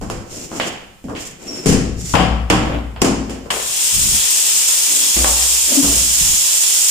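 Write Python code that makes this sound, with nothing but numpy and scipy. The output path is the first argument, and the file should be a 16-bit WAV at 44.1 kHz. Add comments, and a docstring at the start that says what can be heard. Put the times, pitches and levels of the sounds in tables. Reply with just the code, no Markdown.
"""A hand rumbles on a camera in a tiled bathroom as a plastic mop bucket is knocked and picked up, sleeves rustling.
It is bumped down into a bathtub, which booms, and its handle is dropped; each blow is a click, chatter and rings.
A tap lever clacks open and a jet of drops hisses and patters on the tub, while the bucket is shoved under
the shower hose with scrapes and a short groan. Two close microphones hear it all; the loudest blows are limited."""
import sys
import numpy as np
from scipy import signal
from scipy.fft import rfft, irfft, next_fast_len
from scipy.io import wavfile
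from scipy.ndimage import uniform_filter1d, minimum_filter1d, map_coordinates

SR = 44100
rng = np.random.default_rng(int(sys.argv[2]) if len(sys.argv) > 2 else 0)


def output_pcm(signal):
    """Save a mono or channel-first signal as 16-bit PCM at the path in sys.argv[1].

    Samples are clipped to [-1, 1] before scaling.
    """
    pcm = np.clip(np.atleast_2d(signal).T, -1, 1) * 32767
    wavfile.write(sys.argv[1], SR, np.round(pcm).astype(np.int16))


N = 304290
TIME = np.arange(N) / SR  # seconds
SIDES = np.array([[.5], [-.5]])  # shares a left-minus-right level between the two microphones

# All dB columns are relative levels: each source sets its own trim.
# Hand shifts on the camera body. Each row: start in seconds, length in seconds, level in dB.
GRIP_SHIFTS = [(-0.05, 0.24, -29.5), (0.28, 0.18, -42), (3.92, 0.23, -26.5), (6.2, 0.11, -29)]
# Colour of the grip rumble. Each row: frequency in Hz, density in dB per Hz.
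GRIP_COLOUR = [(12, -30), (20, 1.5), (76, 0.5), (161, -6), (195, -5.5), (269, -16.5), (350, -18),
               (460, -30), (770, -120)]
# Colour of the still room. Each row: frequency in Hz, density in dB per Hz.
HUSH_COLOUR = [(25, 24), (60, 21), (140, -27), (260, -19), (550, -22), (1200, 6), (4000, 1), (8000, -1),
               (15000, -3.5)]
# Blows on the bucket, its handle and the tap. Each row: start in seconds, first contact in dB, thump in dB,
# clack in dB, snap in dB, tick in dB, wall pitch in Hz, clack pitch in Hz, left minus right in dB,
# direct click against the echo in dB, chatter against the echo in dB, extra bass from the weight in dB.
BLOWS = [(0.012, -27, -30, -32, -45, -39.5, 284.4, 660, -3.5, -4.5, -5, 2),
         (0.099, -9, -30, -28, -35.5, -32, 339, 510, -4, 2.5, -0.5, -8),
         (0.515, -22, -33, -31, -44, -45, 320, 740, -3, 0, -8, 5),
         (0.598, 0, -32.5, -24, -21.5, -62, 292, 740, -3.5, -12, 0.5, -7),
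         (1.04, -44, -31, -52, -52, -50, 264.6, 830, -3.5, -1, -3, 6.5),
         (1.083, -25, -29.5, -30, -48, -47, 286, 584, -3, -7, -10, -19),
         (1.15, -26, -47, -42, -32, -58, 326, 587, -3.5, -8, -8, 0),
         (1.657, -13, -9, -20, -22, -16, 275.2, 450, 1, -21, -5.5, 4.5),
         (2.136, -16, -17.5, -14, -27, -35, 261, 1050, 4, -17, 11, 17.5),
         (2.151, -6, -17, -8.5, -12.5, -23, 296, 790, 2.5, -8, 6, 7.5),
         (2.499, -13, -12, -11, -13, -18, 307, 1000, -2.5, -17, 6, 7),
         (2.961, -63, -63, -35.5, -40, -70, 288, 880, -3, 1, 1, 0),
         (3.016, -11, -9.5, -16, -17, -13, 263.5, 900, -0.5, -10, 5.5, -8.5),
         (3.294, -19, -28, -35, -36.5, -35.5, 264, 536, -2.5, -12, -1.5, -24),
         (3.456, -30, -63, -36, -54, -52, 312, 482, -3, -3, 0, -22),
         (3.502, -19, -41, -23, -20.5, -33, 274, 1010, 1, -7, 7, -14),
         (5.164, -19, -27.5, -30.5, -28, -26, 345, 573, 0, -10, 4, -3.5),
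         (5.244, 2.5, -52, -20, -26.5, -36, 300, 870, 3, -17, 6, 1),
         (5.829, -24, -23.5, -27.5, -53, -38, 284, 604, -3, -13, -8, 1)]
# What a blow sets ringing, from the whole body (thump) to the hard edge (tick).
# Each row: frequency in Hz, density in dB per Hz.
THUMP_COLOUR = [(30, -9), (80, -3), (120, -1.5), (260, 3), (420, -7.5), (650, -8.5), (1500, -61)]
CLACK_COLOUR = [(250, -35), (480, 10), (750, 4), (1150, 4.5), (1600, 0), (2600, -48)]
SNAP_COLOUR = [(900, -46.5), (1700, 2), (2300, 3), (3100, 6.5), (3900, -7), (5000, -6), (8000, -72)]
TICK_COLOUR = [(2500, -13), (4200, -0.5), (5300, 3), (7200, 1.5), (10000, -3), (15000, -14)]
# Lasting rings of the bucket in the tub. Each row: frequency in Hz, level in dB, 60 dB decay in seconds.
BUCKET_MODES = [(113.4, -14.5, 1.2), (147.8, -15, 1.1), (182, -5.5, 1), (221.2, -6, 1.08), (269.5, -12, 1),
                (331, -7, 0.62), (364, -16.5, 1.26), (401, -12.5, 0.68), (574, -15, 0.82), (643, -21, 0.83),
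                (684, -17, 0.84), (766, -9, 0.8), (873, -17.5, 0.55), (1032, -13.5, 0.63), (1110, -12, 0.7),
                (1220, -18, 0.42), (1332, -19, 0.97)]
# Sleeve and hand rubbing, and the bucket's base sliding as it lands.
# Each row: start in seconds, length in seconds, low rub in dB, swish in dB.
RUBBING_STROKES = [(0.257, 0.19, -33.5, -33), (0.423, 0.27, -32, -35.5), (1.145, 0.13, -55, -34),
                   (1.365, 0.31, -30, -38), (1.664, 0.034, -40, -16), (1.957, 0.22, -62, -28.5)]
# Colours of the low rub and of the swish. Each row: frequency in Hz, density in dB per Hz.
RUB_COLOUR = [(80, -16), (200, -1.5), (370, 1.5), (600, -7.5), (900, -16), (1900, -20), (2800, -15.5),
              (3600, -25), (6000, -48)]
SWISH_COLOUR = [(1500, -12), (2700, -7), (4000, -7.5), (5700, 0.5), (6300, -1.5), (7200, -1.5), (8300, -6),
                (10500, -11.5), (15000, -16)]
# The rocking bucket lands its weight on the tub floor. 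Each row: start in seconds, level in dB.
TUB_LANDINGS = [(1.65, -31), (1.76, -21.5), (2.13, -18), (2.28, -16), (2.56, -22), (2.74, -22.5),
                (3.08, -24), (5.15, -19), (5.85, -22.5)]
# The bucket slides on enamel. Each row: start in seconds, length in seconds, level in dB.
DRAGS = [(2.56, 0.2, -22.5), (4.87, 0.17, -36), (5.16, 0.072, -28), (5.67, 0.11, -24.5)]
# Colour of the scrape. Each row: frequency in Hz, density in dB per Hz.
SCRAPE_COLOUR = [(90, -20), (190, -9), (290, -1), (400, -10.5), (580, -5.5), (900, -16), (1400, -18.5),
                 (3200, -22), (6000, -50)]
# Colours of the fine drops, the heavy drops, and the air and water leaving the spout.
# Each row: frequency in Hz, density in dB per Hz.
SPRAY_COLOUR = [(2500, -25), (4100, -8), (5000, -1), (6000, 0), (8300, 0), (10000, -2.5), (12000, -6.5),
                (15000, -7.5)]
PATTER_COLOUR = [(120, -28), (250, -18), (400, -12), (560, -10), (700, -14.5), (820, -8.5), (1200, -9.5),
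                 (1600, -9), (2200, -4.5), (2800, 1.5), (3300, 3.5), (3900, -1.5), (5000, -7.5),
                 (7000, -43)]
SPLUTTER_COLOUR = [(200, -23), (420, 5), (1100, -4), (1800, -6), (4000, -35)]
# Where the jet stands. Each row: time in seconds, left minus right in dB.
JET_SIDES = [(3.5, 2), (4.6, 1.1), (5.5, -0.5), (6.9, -1.8)]
# How long the tiled room rings. Each row: frequency in Hz, 60 dB decay in seconds.
TILE_DECAY = [(60, 2.04), (130, 0.9), (350, 0.71), (920, 0.79), (2500, 0.71), (6400, 0.61), (14000, 0.3)]
# How alike the two microphones hear. Each row: frequency in Hz, left-right likeness from 0 to 1.
LIKENESS = [(60, 0.52), (280, 0.93), (600, 0.16), (1200, 0), (4000, 0.037)]
# Resonances of the microphone ports. Each row: centre in Hz, half width in Hz, left in dB, right in dB.
PORT_RESONANCES = [(250, 610, 2, -2), (3080, 190, 0.5, -1.5), (5340, 34, 5.5, 6), (7100, 150, 4.5, -2),
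                   (7160, 594, -2.5, 12), (8240, 1280, 7, -2), (15300, 540, 3, 3)]


def amp(db):
    """Decibels to gain."""
    return 10 ** (np.asarray(db) / 20)


def unit(x):
    """Scale to rms 1."""
    return x / np.sqrt(np.mean(x ** 2) + 1e-20)


def along(points, hz):
    """(Hz, value) points read on a log frequency axis."""
    f, v = np.transpose(points)
    return np.interp(np.log(hz + 1), np.log(f + 1), v)


def since(start):
    """Seconds since start for each sample, 0 before it."""
    return np.maximum(TIME - start, 0)


def wobble(rate):
    """A smooth random curve with this many knots a second."""
    knots = rng.standard_normal(int(N * rate / SR) + 4)
    return map_coordinates(knots, [np.arange(N) * rate / SR])


def filtered(x, response):
    """x times a response of frequency, with silence appended against wrap-around."""
    n = x.shape[-1]
    m = next_fast_len(n + 8192, real=True)
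    spectrum = rfft(x, m) * response(np.fft.rfftfreq(m, 1 / SR))
    return irfft(spectrum, m)[..., :n]


def causal(gain):
    """The minimum-phase response with this gain."""
    cepstrum = irfft(np.log(gain + 1e-6))
    half = len(cepstrum) // 2
    folded = np.r_[cepstrum[0], 2 * cepstrum[1:half]]
    return np.exp(rfft(folded, len(cepstrum)))


def diffuse(pair):
    """Two unrelated signals as two close microphones hear them: alike mostly in the low range."""
    def mid_side(hz):
        turn = np.arccos(np.clip(along(LIKENESS, hz), -1, 1)) / 2
        return np.array([np.cos(turn), np.sin(turn)])
    mid, side = filtered(pair, mid_side)
    return np.array([mid + side, mid - side])


def coloured(pair, spectrum):
    """A diffuse stereo sound of rms 1 with this spectrum."""
    return unit(filtered(diffuse(pair), lambda hz: amp(along(spectrum, hz))))


def noise():
    """Two unrelated white noises."""
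    return rng.standard_normal((2, N))


def grains(rate, spread_db):
    """Tiny impacts of uneven size at random moments, about rate a second, rms 1."""
    happens = rng.random((2, N)) < rate / SR
    return unit(happens * noise() * amp(spread_db * noise()))


def strokes(rows, swell, t60):
    """Gain of (start s, length s, dB) movements: each swells for a share of its length, holds and dies away."""
    power = 0
    for start, length, db in rows:
        rise = np.minimum(since(start) / (swell * length), 1)
        power = power + (amp(db - 60 * since(start + length) / t60) * rise) ** 2
    return np.sqrt(power)


def room_tail():
    """A fresh one-second stereo echo of the tiled room, energy 1 a side; each band decays at its own rate."""
    hz, t, z = signal.stft(rng.standard_normal((2, SR)), SR, nperseg=256)
    decay = amp(-60 * t / along(TILE_DECAY, hz)[:, None])
    tail = signal.istft(z * decay, SR, nperseg=256)[1][:, :SR]
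    return unit(diffuse(tail)) / np.sqrt(SR)


def with_echo(x, wet_db):
    """x and the room's answer to it, scaled to keep the total power."""
    echo = signal.fftconvolve(x, room_tail(), axes=1)[:, :N]
    return (x + amp(wet_db) * echo) / np.hypot(1, amp(wet_db))


def background(grip_db=-1, hush_db=-52):
    """Fingers rumble on the camera body over the faint hush of the room: both are shaped noise."""
    grip = strokes(GRIP_SHIFTS, swell=0.15, t60=0.3) * coloured(noise(), GRIP_COLOUR)
    return amp(grip_db) * grip + amp(hush_db) * coloured(noise(), HUSH_COLOUR)


def excitation(t, click_db, chatter_db, chatter_t60=0.11, echo_delay=0.0054):
    """A direct click, a short chatter of loose plastic, and the nearest walls answering a few ms later."""
    chatter = diffuse(rng.standard_normal((2, SR))) * amp(-60 * t / chatter_t60)
    echo = room_tail() * np.clip(t / echo_delay - 1, 0, 1)
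    return amp(click_db) * (t == 0) + amp(chatter_db) * chatter / np.linalg.norm(chatter[0]) + echo


def bucket_rings(t, thump, clack, heavy, modes_db=-3, detune=0.00827):
    """Decaying modes of the bucket: soft, heavy blows feed the low ones, hard blows the upper ones."""
    hz, db, t60 = np.transpose(BUCKET_MODES)
    fading = amp(db[:, None] - 60 * t / t60[:, None])
    # the bucket sits a little differently at each blow, which shifts its modes
    shifted_hz = hz * (1 + detune * rng.standard_normal(len(hz)))
    rings = np.sin(2 * np.pi * np.outer(shifted_hz, t)) * fading
    force = amp(modes_db + np.where(hz < 500, thump, clack) + heavy(hz) + rng.normal(0, 1.0, len(hz)))
    return (force * rng.choice([-1, 1], len(force))) @ rings


def knocks(direct_db=-8, chatter_db=-3, wall_db=-1, wall_t60=0.65,
           thump_db=-1, clack_db=-1, snap_db=-1, tick_db=-5,
           focus_db=7, focus_width=0.24, crack_db=4, crack_time=0.00018, start_delay=0.0015):
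    """Each blow is a click, a short chatter of loose plastic, the ringing bucket and the room's answer."""
    out, t = np.zeros((2, N + 2 * SR)), np.arange(SR) / SR
    early = slice(SR // 25)  # the first 40 ms set the level of each part
    for s, peak, thump, clack, snap, tick, wall_hz, clack_hz, pan, click, loose, weight in BLOWS:
        def heavy(hz):  # the whole bucket's mass behind a blow changes the bass, in dB
            return weight / (1 + (hz / 180) ** 6)

        def spot(hz):  # the spot that is struck has a broad resonance of its own, in dB
            return focus_db / (1 + (np.log((hz + 1) / clack_hz) / focus_width) ** 2)

        blow = excitation(t, direct_db + click, chatter_db + loose)
        wall = amp(thump + wall_db) * np.sin(2 * np.pi * wall_hz * t) * amp(-60 * t / wall_t60)
        onset = 1 - np.exp(-t / 0.00054)
        hit = (wall + bucket_rings(t, thump, clack, heavy)) * onset
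        for spectrum, db in ((THUMP_COLOUR, thump + thump_db), (CLACK_COLOUR, clack + clack_db),
                             (SNAP_COLOUR, snap + snap_db), (TICK_COLOUR, tick + tick_db)):
            part = filtered(blow, lambda hz: causal(amp(along(spectrum, hz) + spot(hz) + heavy(hz))))
            hit = hit + amp(db) * part / part[:, early].std()
        # first contact: one sharp push and pull of air
        u = t / crack_time
        hit = hit + amp(peak + crack_db) * u * (2 - u) * np.exp(-u)
        # each blow sounds a fixed short time after its listed start
        begin = round((s + start_delay) * SR)
        out[:, begin:begin + SR] += hit * amp(pan * SIDES)
    return out[:, :N]


def squeak(level_db=-27, start=1.465, rise=0.026, t60=0.72, top_hz=5600,
           climb_hz_per_s=7100, sag_hz_per_s=2700, rough=0.0203, catch_db=3.5, catch_hz=19.0):
    """A thin, rough squeak from one quick stroke climbs to its top pitch, then sags and fades."""
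    t, past_top = since(start), since(start + rise)
    climb = climb_hz_per_s * np.maximum(rise - t, 0)
    sag = sag_hz_per_s * np.minimum(past_top, t60)
    pitch = (top_hz - climb - sag) * (1 + rough * np.array([wobble(1000), wobble(1000)]))
    catch = catch_db * np.cos(2 * np.pi * catch_hz * (t - rise))  # the surface grips in waves
    gain = amp(level_db + catch - 60 * past_top / t60) * np.minimum(t / rise, 1)
    return gain * np.sin(2 * np.pi * np.cumsum(pitch, axis=1) / SR)


def rubbing(swish_db=-1, catch_db=2):
    """Sleeve, hand and the landing base rub: shaped noise below, fine grains above, and a thin gliding squeak."""
    start, length, low, high = np.transpose(RUBBING_STROKES)
    low_gain = strokes(zip(start, length, low), swell=0.5, t60=0.22)
    high_gain = strokes(zip(start, length, high), swell=0.5, t60=0.22)
    catch = unit(amp(catch_db * wobble(45.55)))  # the rubbing surfaces catch and let go
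    rub = low_gain * coloured(noise(), RUB_COLOUR)
    swish = amp(swish_db) * high_gain * coloured(grains(rate=8000, spread_db=2), SWISH_COLOUR)
    return with_echo(catch * (rub + swish), wet_db=-9) + with_echo(squeak(), wet_db=-6)


def tub(boom_db=2, boom_hz=59.4, rise=0.033, t60=1.14, waver=0.14, beat_hz=9, beat_depth=0.29):
    """The lowest mode of the tub floor swells after each landing and rings on, beating with a close second mode."""
    power = 0
    for s, db in TUB_LANDINGS:
        t = since(s)
        power = power + (amp(db - 60 * t / t60) * (1 - np.exp(-t / rise))) ** 2
    phase = 2 * np.pi * boom_hz * TIME + waver * wobble(11)  # radians
    second_mode = beat_depth * np.sin(phase + 2 * np.pi * beat_hz * TIME)
    return amp(boom_db) * np.sqrt(power) * unit(np.sin(phase) + second_mode)


def drag(scrape_db=-2):
    """The base scrapes over the enamel in small slips."""
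    slips = coloured(grains(rate=1100, spread_db=0), SCRAPE_COLOUR)
    sliding = strokes(DRAGS, swell=0.36, t60=0.35)
    return with_echo(amp(scrape_db) * sliding * slips, wet_db=-6.5)


def drops(rate, spread_db, clumps, wet_db, wash_db, spectrum):
    """Drops at the heart of the jet share one echo; those that scatter merge into a smooth wash."""
    heart = with_echo(grains(rate, spread_db) * clumps, wet_db)
    return coloured(heart + amp(wash_db) * noise(), spectrum)


def water(tap_s=3.505, travel_s=0.34, spray_db=-17, patter_db=-25, splutter_db=-31):
    """The jet breaks into thousands of drops a second: fine ones sizzle, heavy ones patter on the tub."""
    t = since(tap_s)
    closed = np.maximum(1 - t / travel_s, 0)  # the flow swells to full while the lever travels
    spurt = 6.5 * amp(-60 * t / 0.33)  # dB: the pent-up pressure gives a first spurt
    nearing = 0.5 * t  # dB: the camera leans in and the spray grows
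    spray = amp(spray_db - 14.5 * closed + spurt + nearing + 0.38 * wobble(13))
    patter = amp(patter_db - 10.5 * closed + spurt + 0.5 * wobble(18))
    clumps = amp(1.38 * wobble(60))  # the jet arrives in uneven slugs
    fine = drops(6000, 1, clumps, wet_db=-2, wash_db=-1, spectrum=SPRAY_COLOUR)
    heavy = drops(1700, 0, clumps, wet_db=3, wash_db=-3, spectrum=PATTER_COLOUR)
    # air and water leave the spout together
    bursts = coloured(grains(rate=880, spread_db=4), SPLUTTER_COLOUR)
    splutter = strokes([(tap_s, 0.1, splutter_db)], swell=0.49, t60=0.42) * bursts
    side = amp(np.interp(TIME, *np.transpose(JET_SIDES)) * SIDES)
    return (t > 0) * side * (spray * fine + patter * heavy + splutter)


def judder(start=5.768, end=5.82, groan_hz=275, level_db=-12, wet_db=-10, pan_db=3):
    """Shoved along, the base briefly sticks and slips in step: a short low groan, modelled as one sine."""
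    held = np.clip(np.minimum(TIME - start, end - TIME) / 0.012, 0, 1)  # 12 ms fades
    groan = held * unit(np.sin(2 * np.pi * groan_hz * TIME))
    echo = signal.fftconvolve(groan[None], room_tail(), axes=1)[:, :N]
    wet = amp(wet_db) * groan.std() * unit(echo)
    return amp(level_db) * (groan * amp(pan_db * SIDES) + wet)


def scene():
    """Hand, bucket, rubbing, tub and water in the bathroom."""
    return background() + knocks() + rubbing() + tub() + drag() + water() + judder()


def record(dry, ceiling=1.15, hold=0.02, top_hz=15180):
    """Each microphone port has its own resonances; a limiter and a hard ceiling hold the peaks."""
    def ports(hz):
        db = 0
        for centre, width, left, right in PORT_RESONANCES:
            db = db + np.array([[left], [right]]) / (1 + ((hz - centre) / width) ** 2)
        return amp(db)
    x = filtered(dry, ports)
    needed = np.minimum(1, ceiling / (np.abs(x).max(axis=0) + 1e-9))
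    span = int(hold * SR) + 3
    held = minimum_filter1d(needed, size=span, origin=(span - 1) // 2)  # the gain stays down after each peak
    limited = np.clip(x * uniform_filter1d(held, size=128), -1, 1)
    return filtered(limited, lambda hz: hz < top_hz)  # nothing is kept above the top frequency


dry = scene()
out = record(dry)
output_pcm(out)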